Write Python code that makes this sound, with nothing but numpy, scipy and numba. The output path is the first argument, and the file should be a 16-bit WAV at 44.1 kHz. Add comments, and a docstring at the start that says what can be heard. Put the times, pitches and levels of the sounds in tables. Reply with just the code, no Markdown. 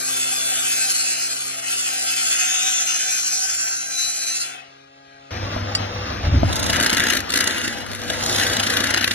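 """Table saw ripping a blank outdoors: uneven tooth pattern per turn, fresh tearing noise, sung blade tones.
It then runs free on drive tones and windage; at 5.308 s the scene switches to a lathe in the same yard.
Lathe: hum, frame tones, bearing and belt noise; chip bursts and rubbing from a gouge; ringing modes for
a tool clink and wooden knocks. Wind gusts are lumpy low noise; filters spread it all over left and right."""
import sys
import numpy as np
from scipy import signal
from scipy.fft import rfft, irfft, next_fast_len
from scipy.io import wavfile
from scipy.ndimage import uniform_filter1d, map_coordinates
from numba import njit

SR = 44100
rng = np.random.default_rng(int(sys.argv[2]) if len(sys.argv) > 2 else 0)


def dump(signal):
    """Clip the signal to [-1, 1] and save it as 16-bit WAV at the path in sys.argv[1]."""
    limited = np.clip(np.atleast_2d(signal).T, -1, 1)
    pcm = np.round(limited * 32767).astype(np.int16)
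    wavfile.write(sys.argv[1], SR, pcm)


N = 403074
FFT_SIZE = next_fast_len(N + 2000)
SWITCH_S = 5.308  # saw to lathe

# Wind at the microphone: [f/Hz, density/dB]
WIND_SPECTRUM = [(25, -32), (40, -9), (80, 3), (150, -9.5), (280, -14), (400, -29), (600, -34)]
# Wind buffets: [t/s, hold/s, level/dB]
GUSTS = [(6.244, .005, -19), (6.272, 0.018, -17.5), (6.322, .005, -22), (6.341, 0.0068, -13.5),
         (6.375, .008, -14.5), (6.435, 0.0099, -14), (6.449, 0.0056, -11.5), (6.513, 0.025, -30),
         (6.64, 0.027, -27.5), (6.695, 0.12, -29.5)]
# Breeze, opposite in left and right: [t/s, level/dB]
BREEZE_LEVEL = [(6.15, -45), (6.3, -41), (6.45, -31), (6.6, -30), (6.9, -44), (7.2, -45), (7.6, -41),
                (8, -40), (8.4, -41), (8.8, -52), (9.14, -57)]
# Its spectrum: [f/Hz, density/dB]
BREEZE_SPECTRUM = [(40, -14), (90, 0), (160, -4), (280, -6), (400, -25)]
WIND_LUMPS_DB, GUST_RISE_DB_PER_S, GUST_FALL_DB_PER_S = 2.0, 450, 400

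# Lathe running: [t/s, machine noise level/dB, wind level/dB]
LATHE_LEVELS = [(5.3, -29, -32.5), (5.9, -29, -38), (6.45, -29, -24), (6.75, -24.5, -44), (7.15, -31, -38),
                (7.6, -32.5, -48), (7.95, -35, -49), (8.3, -25, -40), (8.8, -27, -42), (9.14, -35.5, -43)]
# Bearings and belt: [f/Hz, density/dB]
LATHE_SPECTRUM = [(30, -35), (55, -19), (150, -3.5), (250, 2.5), (420, -5), (600, 2), (1000, -0.5),
                  (1600, -4), (2500, -7), (3600, -9), (4800, -9.5), (5800, -10.5), (7000, -24.5),
                  (9000, -42), (12000, -25), (13000, -51)]
# Motor hum: [t/s, peak level/dB]
HUM_LEVEL = [(5.3, -34.5), (5.45, -26.5), (5.7, -28), (6.05, -29.5), (6.15, -40), (6.6, -34), (7, -43),
             (7.6, -46), (8, -41), (8.5, -31.5), (9.14, -36.5)]
# Frame tones: [f/Hz, level/dB against the machine noise]
FRAME_TONES = [(205, -35), (236, -15), (265, -23), (294, -19.5), (352, -21), (496, -12.5), (817, -21.5)]
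HUM_HZ = 99.9

# Steel tool chattering on the rest: [t/s, level/dB]
CLINKS = [(5.7501, -26), (5.7508, -14), (5.7518, -20), (5.768, -37)]
# Its modes: [f/Hz, level/dB, t60/s]
STEEL_MODES = [(1950, -15, 0.063), (2360, -14, .04), (2870, -8.5, 0.038), (3300, -10, 0.028),
               (4500, -18, 0.035), (4700, 7.5, 0.037), (5520, -7, 0.057), (5700, -25, .05),
               (6900, -9, 0.038), (7900, -6, 0.056), (10500, -12, 0.076), (12100, -30, .04),
               (15000, -32, .04)]
# Wooden knocks: [t/s, level/dB, hardness 0-1]
WOOD_KNOCKS = [(5.564, -18.5, 0.3), (6.432, -8, 0.23), (7.12, -36, 0.2), (7.476, -45, 0.8),
               (8.101, -21, 0.96)]
# Modes of the blank: [f/Hz, level/dB, t60/s]
BLANK_MODES = [(266, 9.5, 0.016), (660, 6, 0.03), (1260, -32, 0.034), (3280, 6.5, 0.01), (4500, 0, .012)]

# Gouge on the blank: [t/s, rubbing hiss level/dB, rubbing ring level/dB, bite ring gain/dB]
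GOUGE_LEVELS = [(6.45,-39.5,-45,1), (6.58,-33.5,-58,-16), (6.74,-30,-26,-6), (6.89,-32,-26.5,-9),
                (7.02,-30,-22.5,-5), (7.15,-28.5,-24.5,-6), (7.25,-49,-43.5,-12), (7.36,-31,-26.5,-11),
                (7.54,-30,-25.5,-13), (7.72,-33.5,-30.5,-0.5), (7.86,-42.5,-40,-6), (8.03,-38.5,-38,-8),
                (8.16,-33.5,-33,1), (8.3,-24.5,-39,-22), (8.42,-24,-22,-3.5), (8.54,-27.5,-29,-12),
                (8.83,-30,-25,-6), (9.0,-33.5,-25.5,-3), (9.14,-30.5,-31,0)]
# Corners tearing past the edge, some chattering: [t/s, level/dB ahead of the bite gains, length/ms]
BITES = [(6.53, -17.5, 9.4), (6.558, -15, 3.3), (6.565, -18.5, 12), (6.597, -18, 11), (6.631, -16.5, 11),
         (6.642, -16, 4.2), (6.6653, -19, 18), (6.701, -15, 17), (6.732, -16, 9), (6.761, -19, 2.7),
         (6.767, -13, 4.2), (6.801, -12, 5.4), (6.811, -15, 5.8), (6.828, -11, 3.3), (6.835, -14, 8.6),
         (6.8456, -16, 7.3), (6.8625, -8, 4), (6.867, -14, 10), (6.8783, -24, 3.7), (6.897, -14, 5.2),
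         (6.902, -7, 3), (6.9138, -23, 3.6), (6.9304, -8, 3.3), (6.9366, -15, 7.2), (6.9484, -15, 5.9),
         (6.971, -12, 8.2), (6.9818, -12, 2.6), (6.9987, -8, 3.0), (7.0043, -12, 3.7), (7.039, -16, 8.2),
         (7.07, -17, 11), (7.0864, -18, 8.6), (7.1034, -13.5, 15), (7.1249, -20, 5.2), (7.1355, -14, 5.7),
         (7.1532, -22, 12), (7.171, -15, 12), (7.1928, -21, 3.2), (7.205, -20, 8.2), (7.2948, -23, 3.7),
         (7.305, -15, 8.3), (7.322, -14, 5.4), (7.328, -18, 4.3), (7.34, -10, 8.4), (7.36, -13.5, 11),
         (7.375, -10.5, 10), (7.39, -16, 7.5), (7.408, -10, 9.5), (7.442, -14, 6.8), (7.4754, -8, 7.1),
         (7.51, -15, 2.6), (7.5474, -29, 7.8), (7.5824, -22, 5.5), (7.616, -22, 4.1), (7.646, -24.5, 36),
         (7.679, -18.5, 7.5), (7.7125, -34, 4.8), (7.728, -32, 3.9), (7.7468, -39, 7.7), (7.7856, -30, 4.0),
         (7.8065, -35, 5.3), (7.865, -29, 3.9), (7.9166, -26, 5.6), (7.9243, -34, 2.9), (7.9339, -28, 6.7),
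         (7.95, -24, 6.2), (7.9595, -29, 4.1), (8.018, -24, 3.5), (8.0358, -32, 5.4), (8.1022, -20.5, 13),
         (8.1357, -23, 3.4), (8.1717, -36, 4.6), (8.1883, -31, 4.5), (8.211, -23, 3.1), (8.2279, -22, 6.6),
         (8.238, -19, 6.4), (8.2627, -14.5, 5.4), (8.297, -20, 6.9), (8.3148, -23, 3.1), (8.328, -21, 9),
         (8.3486, -18, 4.2), (8.362, -17, 9), (8.3844, -19, 6.5), (8.399, -19, 5.9), (8.4144, -22, 5.6),
         (8.4347, -23, 8.2), (8.4525, -29, 5.3), (8.4681, -21, 8.3), (8.5, -20, 8.1), (8.5346, -19, 11),
         (8.5687, -15, 6.7), (8.6, -16, 15), (8.6348, -18, 17), (8.6702, -16.5, 16), (8.7027, -16, 11),
         (8.7389, -21, 9.7), (8.771, -12.5, 8.5), (8.8054, -16, 8.5), (8.8415, -15, 13),
         (8.8716, -18.5, 7.7), (8.8946, -32, 3.2), (8.9081, -17.5, 14), (8.9402, -15, 4.8),
         (8.945, -11.5, 5.3), (8.9634, -22, 3.1), (8.9764, -17.5, 11.5), (8.9971, -31, 4.4),
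         (9.012, -19.5, 8.3), (9.0265, -35, 3.9), (9.044, -13.5, 6.1), (9.078, -17, 8.4), (9.1133, -17, 13)]
# Chips: [f/Hz, density/dB]
CHIP_SPECTRUM = [(150, -22), (250, 2.5), (450, -8), (750, -5.5), (1100, -10), (1650, 3), (2300, -4),
                 (2900, -6), (3500, -3.5), (4400, -4.5), (5200, -7), (6500, -7.5), (8500, -9.5),
                 (10000, -10.5), (12500, -15), (14000, -29.5), (15800, -18)]
# Overhanging gouge ringing, pitch shifting with the grip: [t/s, f/Hz, gain/dB]
TOOL_RING = [(6.5, 3820, -2), (7.07, 3400, -1), (7.5, 3700, -3), (7.62, 3300, 4), (8.1, 3400, 1),
             (8.25, 3700, 8), (8.5, 3300, 14), (8.8, 3320, 4), (8.9, 4400, -2), (9.0, 4130, 18.5),
             (9.14, 4200, 9)]
RING_BELOW_HZ, BITE_HISS_DB, TOOL_RING_WIDTH_HZ = 3540, -3.5, 490
BITE_RISE_SHARE, BITE_FALL_SHARE = 0.21, 0.26  # Gaussian sigmas over bite length

# Blade speed, sagging under load: [t/s, tooth passing f/Hz]
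TOOTH_PASSING = [(0, 3940), (0.3, 3928), (0.6, 3910), (0.75, 3880), (1.05, 3878), (1.35, 3997), (1.5, 4028),
                 (1.62, 4020), (1.85, 3888), (2.1, 3935), (2.35, 3865), (2.55, 3805), (3.05, 3789),
                 (3.35, 3800), (3.65, 3865), (3.85, 3958), (4.0, 3998), (4.2, 3984), (4.47, 3998),
                 (4.75, 4120), (5.31, 4115)]
# Wood in the blade: [t/s, wood body level/dB, tooth hiss level/dB]
FEED_LEVELS = [(0, -42, -28), (0.12, -30, -24), (0.45, -31.5, -23.5), (0.6, -27, -22.5), (0.85, -28.5, -19),
               (1.1, -30.5, -20.5), (1.64, -36, -29.5), (1.7, -29.5, -22.5), (2.0, -29.5, -23),
               (2.3, -25, -19), (2.45, -24.5, -21), (2.8, -27.5, -24.5), (3.35, -31.5, -25),
               (3.68, -27.5, -29), (3.87, -34, -36), (4.02, -30.5, -26.5), (4.2, -34, -27),
               (4.42, -31, -21.5), (4.6, -33.5, -48), (4.75, -76, -94)]
# Sound of the cut: [f/Hz, density/dB]
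CUT_SPECTRUM = [(300, -7), (500, -16), (750, -2), (1000, -9), (1450, -12), (2000, -10), (2600, -1.5),
                (3200, -3), (4500, -2), (6300, -2.5), (7400, -4), (8400, -2), (9700, 0), (10400, -4),
                (12300, -7), (13000, -13), (13600, -21), (15500, -22)]
# Slot resonance, mostly sinking as the slot deepens: [t/s, f/Hz, gain/dB]
KERF_RESONANCE = [(2.1, 6840, -1), (2.7, 6120, 13), (3.2, 6000, 12.5), (3.6, 5730, 12), (3.8, 5970, 14.5)]
# Blade and blank resonances: [f/Hz, width/Hz, gain/dB]
PLATE_RESONANCES = [(753, 83, 15), (1402, 250, 12.5), (1550, 80, 5), (1990, 48, 7.5), (2570, 26, 5),
                    (3510, 260, 12), (4217, 240, 11), (4990, 88, 9.5), (5950, 52, 3), (6676, 130, 9.5)]
# Upper middle of the cut, hollow around 3.75 s, full again by 4.45 s, then gone: [t/s, gain/dB]
UPPER_MIDDLE_GAIN = [(0, 3), (1.7, 4), (2.5, 1.5), (3.0, 3), (3.5, -0.5), (3.75, -18), (3.95, -7),
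                     (4.15, -1), (4.3, 0), (4.45, 2), (4.6, -21)]
# Treble of the cut: [t/s, gain/dB]
TREBLE_GAIN = [(0, 8), (0.5, 6.5), (1.0, 3), (1.3, 2.5), (1.6, 4), (2.0, 3.5), (2.5, 1.5), (3.0, 3.5),
               (3.5, 4.5), (3.9, 8), (4.2, 2.5), (4.5, -1)]
# Blade singing out: [t/s, length/s, cycles per turn, peak level/dB]
BLADE_SINGS = [(0.18, 0.4, 53, -33.5), (1.956, 0.4, 24, -44), (2.1, 0.083, 40, -29.5), (2.1, 0.64, 26, -50),
               (2.7, 0.71, 65, -35), (2.6, 0.074, 60, -31.5), (3.5, 0.46, 120, -45),
               (3.015, 0.854, 24, -39.5), (3.78, 0.643, 60, -42.5), (3.99, 0.07, 60, -25),
               (4.23, 0.1, 60, -34), (3.5, 0.24, 110, -24), (0.72, 0.044, 60, -49), (0.95, 0.041, 66, -34),
               (4.3, 0.041, 92, -27)]
# Drive tones: [multiple of two per turn, level/dB against the tones]
DRIVE_ORDERS = [(1, -9), (2, -4.5), (3, -9), (4, -7), (5, -2), (6, -1), (7, -25), (8, -28), (9, -6.5),
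                (10, -32), (11, -28), (12, -6.5), (14, -11), (16, -21.5), (18, -16), (20, -26), (26, -21),
                (30, -13)]
# Saw drive: [t/s, tones level/dB, windage level/dB, wind level/dB]
SAW_DRIVE_LEVELS = [(0, -40.5, -35, -61), (1, -45.5, -37.5, -66), (2.3, -45.5, -40.5, -67),
                    (3, -51, -38.5, -65), (3.55, -51.5, -46.5, -59), (3.9, -49, -43.5, -70),
                    (4.02, -51, -46, -62), (4.06, -49, -42, -51), (4.14, -51, -45.5, -67),
                    (4.3, -49, -40.5, -69), (4.6, -51, -45.5, -73), (4.9, -52, -53.5, -73),
                    (5.3, -48, -49.5, -68)]
# Air stirred by the blade: [f/Hz, density/dB]
WINDAGE_SPECTRUM = [(40, -41), (100, -13.5), (350, 0.5), (750, 5), (1050, 6), (1300, 8.5), (1650, -2.5),
                    (2250, 5.5), (3500, 4), (5000, 0.5), (6500, -5), (9000, -16), (11000, -17),
                    (13000, -42)]
TEETH, SPEED_WOBBLE = 60, .0007
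PATTERN_SHIFTS_PER_S, LASTING_SHARE = 11, .6
FEED_FLUTTER_DB, WHINE_FLUTTER_DB, SING_FADE_S = 1.4, 4, .08
RASP_WIDTH_HZ, RASP_DB = 250, 7  # rough band round the octave of the tooth note
UPPER_MIDDLE_FROM_HZ, HISS_FROM_HZ, TREBLE_FROM_HZ = 2750, 3940, 8350
WHINE_BELOW_HISS_DB, OCTAVE_BELOW_HISS_DB = 22, 13  # tooth note and its octave

# Stereo width of the saw part: [f/Hz, left lead/rad, likeness 0-1, left over right/dB]
SAW_WIDTH = [(0, 0, 1, 0), (70, 0, 1, 0), (160, 0, .96, 0), (250, .3, .85, 0), (375, .8, .8, 0),
             (525, 1.7, .8, 1), (700, 2.1, .85, 5), (900, 3.1, .95, 0), (1120, 3.6, .7, 4),
             (1370, 4.6, .73, 5), (1650, 5.4, .48, 8), (2300, 7.5, .25, 6), (2700, 8.7, .5, 4),
             (3200, 9.5, .15, 4), (3700, 9.3, .2, 3), (3950, 7, .6, 2), (4350, 7, .35, 1),
             (4850, 8.9, .6, 1), (5900, 8.1, .64, 0), (7100, 8.9, .76, 0), (7800, 9.1, .88, 0),
             (8300, 9.42, .995, 0), (10000, 9.42, .995, 0), (10200, 9.4, .1, 0), (11750, 8.8, .47, 0),
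             (13600, 8.9, .5, 0), (14500, 9.42, .9, 0)]
# Stereo width of the lathe part: [f/Hz, left lead/rad, likeness 0-1, left over right/dB]
LATHE_WIDTH = [(0, 0, 1, 0), (250, .1, .95, 0), (375, .5, .82, 0), (525, 1.1, .82, 1), (700, 1.7, .82, 3),
               (900, 2.6, .72, 5), (1120, 4, .55, 7), (1370, 5.5, .66, 6), (1650, 6.2, .72, 5),
               (1950, 6.6, .7, 3), (2300, 7.9, .44, 2), (3500, 6.5, .2, 3), (4350, 8.8, .55, 1),
               (4850, 9.3, .82, 0), (5900, 8.3, .45, -1), (7100, 8.9, .8, 0), (7800, 9.4, .93, 0),
               (9900, 9.42, .95, 0), (10300, 8, .2, 0), (11750, 9.2, .65, 0), (12900, 8, .3, 0),
               (14500, 9.42, .8, 0)]
DIFFUSE_T60_S, DIFFUSE_SHIFTS_PER_S, CUTOFF_HZ = .035, 6, 16300


def amp(db):
    """Gain of a level in dB."""
    return 10 ** (np.asarray(db) / 20)


def unit(x):
    """Scale to rms 1."""
    return x / np.sqrt(np.mean(x ** 2) + 1e-20)


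def evened(x, size):
    """Hold the level steady over a short span of samples."""
    return x / np.sqrt(uniform_filter1d(x ** 2, size=size) + 1e-9)


def in_time(rows):
    """Interpolate the columns of a curve table at every sample."""
    s, *columns = np.transpose(rows)
    return [np.interp(np.arange(N) / SR, s, c) for c in columns]


def during(rows, fade=.004):
    """1 within the time span of a table, fading to 0 just outside."""
    t = np.arange(N) / SR
    return np.clip(np.minimum(t - rows[0][0], rows[-1][0] - t) / fade + 1, 0, 1)


def colour(x, spectrum, modes=()):
    """Shape x by a density spectrum and resonance humps; rms 1."""
    hz = np.fft.rfftfreq(FFT_SIZE, 1 / SR) + 1
    f_hz, density_db = np.transpose(spectrum)
    shape_db = np.interp(np.log(hz), np.log(f_hz), density_db)
    # 24 dB/octave beyond both ends
    shape_db -= 24 * np.log2(np.maximum(f_hz[0] / hz, 1) * np.maximum(hz / f_hz[-1], 1))
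    for centre_hz, width_hz, top_db in modes:
        shape_db += top_db / (1 + (2 * (hz - centre_hz) / width_hz) ** 2)
    return unit(irfft(rfft(x, FFT_SIZE) * amp(shape_db), FFT_SIZE)[:N])


def low_high(x, hz):
    """Fourth-order low and high parts."""
    return [signal.sosfilt(signal.butter(4, hz, kind, fs=SR, output="sos"), x) for kind in ("low", "high")]


def split(x, hz):
    """Low and high parts, each rms 1."""
    return [unit(part) for part in low_high(x, hz)]


def drift(rate):
    """Slow smooth chance, spread about 1, two draws per cycle of rate in Hz."""
    steps = np.arange(0, N + 32, 32)
    slow = map_coordinates(rng.standard_normal(600), [steps / SR * rate * 2 % 599], order=3)
    return np.interp(np.arange(N), steps, slow)


@njit
def moving_peak(x, hz, r, rate):
    """Two-pole resonance with a gliding centre; gain about 1 on top."""
    y = np.zeros(len(x))
    for i in range(2, len(x)):
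        drive = (1 - r * r) / 2 * (x[i] - x[i - 2])
        y[i] = drive + 2 * r * np.cos(2 * np.pi * hz[i] / rate) * y[i - 1] - r * r * y[i - 2]
    return y


def resonate(x, hz, width_hz):
    """Moving peak with its bandwidth set in Hz."""
    return moving_peak(x, hz, np.exp(-np.pi * width_hz / SR), SR)


def struck(events, modes):
    """Each blow rings every decaying mode; hard blows favour the high ones."""
    out = np.zeros(N)
    for hz, level_db, t60_s in modes:
        clicks = np.full(N, 1e-18)
        for s, blow_db, *hardness in events:
            tilt_db = 0
            if hardness:
                tilt_db = -(1 - hardness[0]) * 14 * max(np.log2(hz / 700), 0)
                tilt_db -= hardness[0] * 8 * max(np.log2(1200 / hz), 0)
            clicks[round(s * SR)] = amp(blow_db + level_db + tilt_db)
        r, w = amp(-60 / (t60_s * SR)), 2 * np.pi * hz / SR
        out += signal.lfilter([0, np.sin(w)], [1, -2 * r * np.cos(w), r * r], clicks)
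    return out


def breeze():
    """Lumpy low noise, meant for left and right with opposite signs."""
    level = amp(in_time(BREEZE_LEVEL)[0] + WIND_LUMPS_DB * drift(16)) * during(BREEZE_LEVEL)
    return level * colour(rng.standard_normal(N), BREEZE_SPECTRUM)


def wind():
    """Lumpy low noise at the microphone; gusts rise, hold and fall away."""
    t = np.arange(N) / SR
    level_db = np.where(t < SWITCH_S, in_time(SAW_DRIVE_LEVELS)[2], in_time(LATHE_LEVELS)[1])
    for s, hold_s, gust_db in GUSTS:
        rise_db = GUST_RISE_DB_PER_S * np.maximum(s - t, 0)
        fall_db = GUST_FALL_DB_PER_S * np.maximum(t - s - hold_s, 0)
        level_db = np.maximum(level_db, gust_db - rise_db - fall_db)
    noise = evened(colour(rng.standard_normal(N), WIND_SPECTRUM), size=2500)
    return amp(level_db + WIND_LUMPS_DB * drift(15)) * noise


def lathe():
    """Bearing and belt noise, mains hum and wavering frame tones."""
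    t = np.arange(N) / SR
    noise_db = in_time(LATHE_LEVELS)[0]
    hum = amp(in_time(HUM_LEVEL)[0] + drift(8.9)) * np.sin(2 * np.pi * HUM_HZ * t + 0.12 * drift(1.8))
    frame = sum(amp(db + 5.4 * drift(5)) * np.sin(2 * np.pi * hz * t + 1.54 * drift(5))
                for hz, db in FRAME_TONES)
    rumble = colour(rng.standard_normal(N) * amp(1.38 * drift(15)), LATHE_SPECTRUM)
    return hum + amp(noise_db) * (frame + rumble)


def tool_clink():
    """Steel modes rung by a chatter of blows on the rest."""
    return struck(CLINKS, STEEL_MODES)


def wooden_knocks():
    """Short wood modes rung by blows of varied hardness."""
    return struck(WOOD_KNOCKS, BLANK_MODES)


def bite_envelope():
    """Lopsided Gaussian swell for each corner torn past the edge."""
    t = np.arange(N) / SR
    bite = np.zeros(N)
    for s, level_db, length_ms in BITES:
        near = slice(round(s * SR) - 800, round(s * SR) + 1200)
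        off = (t[near] - s) * 1000 / length_ms
        share = np.where(off < 0, BITE_RISE_SHARE, BITE_FALL_SHARE)
        bite[near] += amp(level_db) * np.exp(-.5 * (off / share) ** 2)
    return bite


def gouge():
    """Each bite tears off chips and rings wood and tool; the edge rubs in between."""
    rub_hiss_db, rub_ring_db, ring_db = in_time(GOUGE_LEVELS)
    bite = bite_envelope()
    flutter = amp(2.0 * drift(30))
    ringing = (amp(ring_db) * bite + amp(rub_ring_db) * flutter) * during(GOUGE_LEVELS, fade=0.052)
    hissing = (amp(BITE_HISS_DB) * bite + amp(rub_hiss_db) * flutter) * during(GOUGE_LEVELS, fade=0.017)
    chips = rng.standard_normal((2, N)) * amp(2.0 * np.minimum(rng.exponential(1, N), 4))
    wood_modes = [(1530, 430, 3.2), (1970, 32, 10.7), (2875, 120, 11.0)]  # f/Hz, width/Hz, gain/dB
    low = split(colour(chips[0], CHIP_SPECTRUM, wood_modes), RING_BELOW_HZ)[0]
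    high = split(colour(chips[1], CHIP_SPECTRUM, [(6700, 300, 3.0)]), RING_BELOW_HZ)[1]
    tool_hz, tool_db = in_time(TOOL_RING)
    torn = evened(rng.standard_normal(N), size=200) * bite * during(GOUGE_LEVELS)
    tool = amp(tool_db) * resonate(torn, tool_hz, TOOL_RING_WIDTH_HZ)
    return evened(low, size=400) * ringing + evened(high, size=200) * hissing + tool


def saw_drive(turns):
    """Drive tones locked to the blade turns, plus windage noise."""
    tones_db, windage_db, _ = in_time(SAW_DRIVE_LEVELS)
    tones = sum(amp(db + drift(4.9)) * np.sin(4 * np.pi * k * turns + 7 * rng.random())
                for k, db in DRIVE_ORDERS)
    windage = colour(rng.standard_normal(N), WINDAGE_SPECTRUM, [(1580, 110, 12.0)])
    return amp(tones_db) * tones + amp(windage_db) * windage


def tooth_pattern(turns):
    """Uneven teeth repeat per turn: one lasting bite pattern, five that come and go."""
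    order = np.arange(2049)
    # four slots in the rim stress every fourth order
    tilt_db = 3.5 * (order % 4 == 0) - 7.2 * np.maximum(order - 60, 0) / 60
    slots = amp(tilt_db) * (order < 230) * np.clip(order / 24, 0, 1) ** 2
    pattern = 0
    for k in range(6):
        phases = np.exp(2j * np.pi * rng.random(2049))
        wheel = unit(irfft(slots * amp(rng.normal(0, 2.44, 2049)) * phases))
        share = drift(PATTERN_SHIFTS_PER_S) if k else LASTING_SHARE
        pattern = pattern + share * np.interp(turns % 1, np.linspace(0, 1, 4096), wheel)
    return evened(pattern, size=2700)


def tearing_fibres(turns):
    """Fresh spiky noise throbbing at 1, 2 and 4 per turn."""
    throb = 1 + sum(depth * np.cos(2 * np.pi * k * turns) for k, depth in [(1, .037), (2, .072), (4, .39)])
    level_db = FEED_FLUTTER_DB * drift(23) + 2.0 * np.minimum(rng.exponential(1, N), 4)
    return unit(rng.standard_normal(N) * throb * amp(level_db))


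def blade_whine(turns, hiss_db):
    """Sines at whole cycles per turn: tooth note and octave follow the hiss, others sing out."""
    notes = {}
    for k, below_db in [(TEETH, WHINE_BELOW_HISS_DB), (2 * TEETH, OCTAVE_BELOW_HISS_DB)]:
        notes[k] = amp(hiss_db - below_db + WHINE_FLUTTER_DB * drift(5.0))
    for s, length_s, k, db in BLADE_SINGS:
        sung = amp(db) * during([(s,), (s + length_s,)], fade=SING_FADE_S)
        notes[round(k)] = notes.get(round(k), 0) + sung
    return sum(size * np.sin(2 * np.pi * k * turns) for k, size in notes.items())


def saw():
    """Tooth pattern and tearing noise excite slot, blade and blank; whine and drive add tones."""
    tooth_hz, = in_time(TOOTH_PASSING)
    turns = np.cumsum(tooth_hz * (1 + SPEED_WOBBLE * drift(12)) / TEETH) / SR
    bite = 1.4 * tooth_pattern(turns) + tearing_fibres(turns)
    kerf_hz, kerf_db = in_time(KERF_RESONANCE)
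    kerf_gain = (amp(kerf_db) - 1) * during(KERF_RESONANCE, fade=0.62)
    bite += kerf_gain * resonate(bite, kerf_hz, 600)
    bite += amp(RASP_DB) * resonate(bite, 2 * tooth_hz, RASP_WIDTH_HZ)
    body, hiss = split(colour(bite, CUT_SPECTRUM, PLATE_RESONANCES), HISS_FROM_HZ)
    lower, upper = low_high(body, UPPER_MIDDLE_FROM_HZ)
    body = lower + amp(in_time(UPPER_MIDDLE_GAIN)[0]) * upper
    presence, treble = low_high(hiss, TREBLE_FROM_HZ)
    hiss = presence + amp(in_time(TREBLE_GAIN)[0]) * treble
    body_db, hiss_db = in_time(FEED_LEVELS)
    cut = amp(body_db) * body + amp(hiss_db) * hiss + blade_whine(turns, hiss_db)
    return cut * during(FEED_LEVELS, fade=0.15) + saw_drive(turns)


def stereo_width(dry, table):
    """Left and right share the direct sound with a phase shift; the diffuse copy enters with opposite signs."""
    hz, *columns = np.transpose(table)
    grid = np.fft.rfftfreq(FFT_SIZE, 1 / SR)
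    lead, alike, balance_db = (np.interp(grid, hz, c) for c in columns)
    direct, diffuse = rfft(dry, FFT_SIZE) * np.sqrt([(1 + alike) / 2, (1 - alike) / 2])
    left = (direct + diffuse) * amp(balance_db / 2)
    right = (direct - diffuse) * amp(-balance_db / 2) * np.exp(-1j * lead)
    return irfft([left, right], FFT_SIZE)[:, :N]


def diffuse_copy(direct):
    """Blurred copy through five short noise tails with drifting shares, for stereo width."""
    lag_s = np.arange(round(DIFFUSE_T60_S * SR)) / SR
    tails = rng.standard_normal((5, len(lag_s))) * amp(-60 * lag_s / DIFFUSE_T60_S)
    tails /= np.linalg.norm(tails, axis=1, keepdims=True)
    blurred = signal.fftconvolve(direct[None], tails, axes=1)[:, :N]
    shares = np.array([drift(DIFFUSE_SHIFTS_PER_S) for _ in blurred])
    return np.sum(shares * blurred, axis=0) / np.linalg.norm(shares, axis=0)


def scene():
    """Saw, then lathe, with wind; channel 0 direct, channel 1 its diffuse copy."""
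    sawing = np.clip((SWITCH_S - np.arange(N) / SR) / 0.0009, 0, 1)
    turning = lathe() + gouge() + tool_clink() + wooden_knocks()
    direct = sawing * saw() + (1 - sawing) * turning + wind()
    return np.array([direct, diffuse_copy(direct)])


def record(dry):
    """Widen the saw and lathe parts, add the breeze in opposite signs, round off peaks, cut the top."""
    sawing = np.arange(N) / SR < SWITCH_S
    both = stereo_width(dry * sawing, SAW_WIDTH) + stereo_width(dry * ~sawing, LATHE_WIDTH)
    both += breeze() * [[1], [-1]]
    lowpass = signal.cheby2(12, 70, CUTOFF_HZ, fs=SR, output="sos")
    return signal.sosfilt(lowpass, np.tanh(both / 1.1) * 1.1)


dry = scene()
out = record(dry)
dump(out)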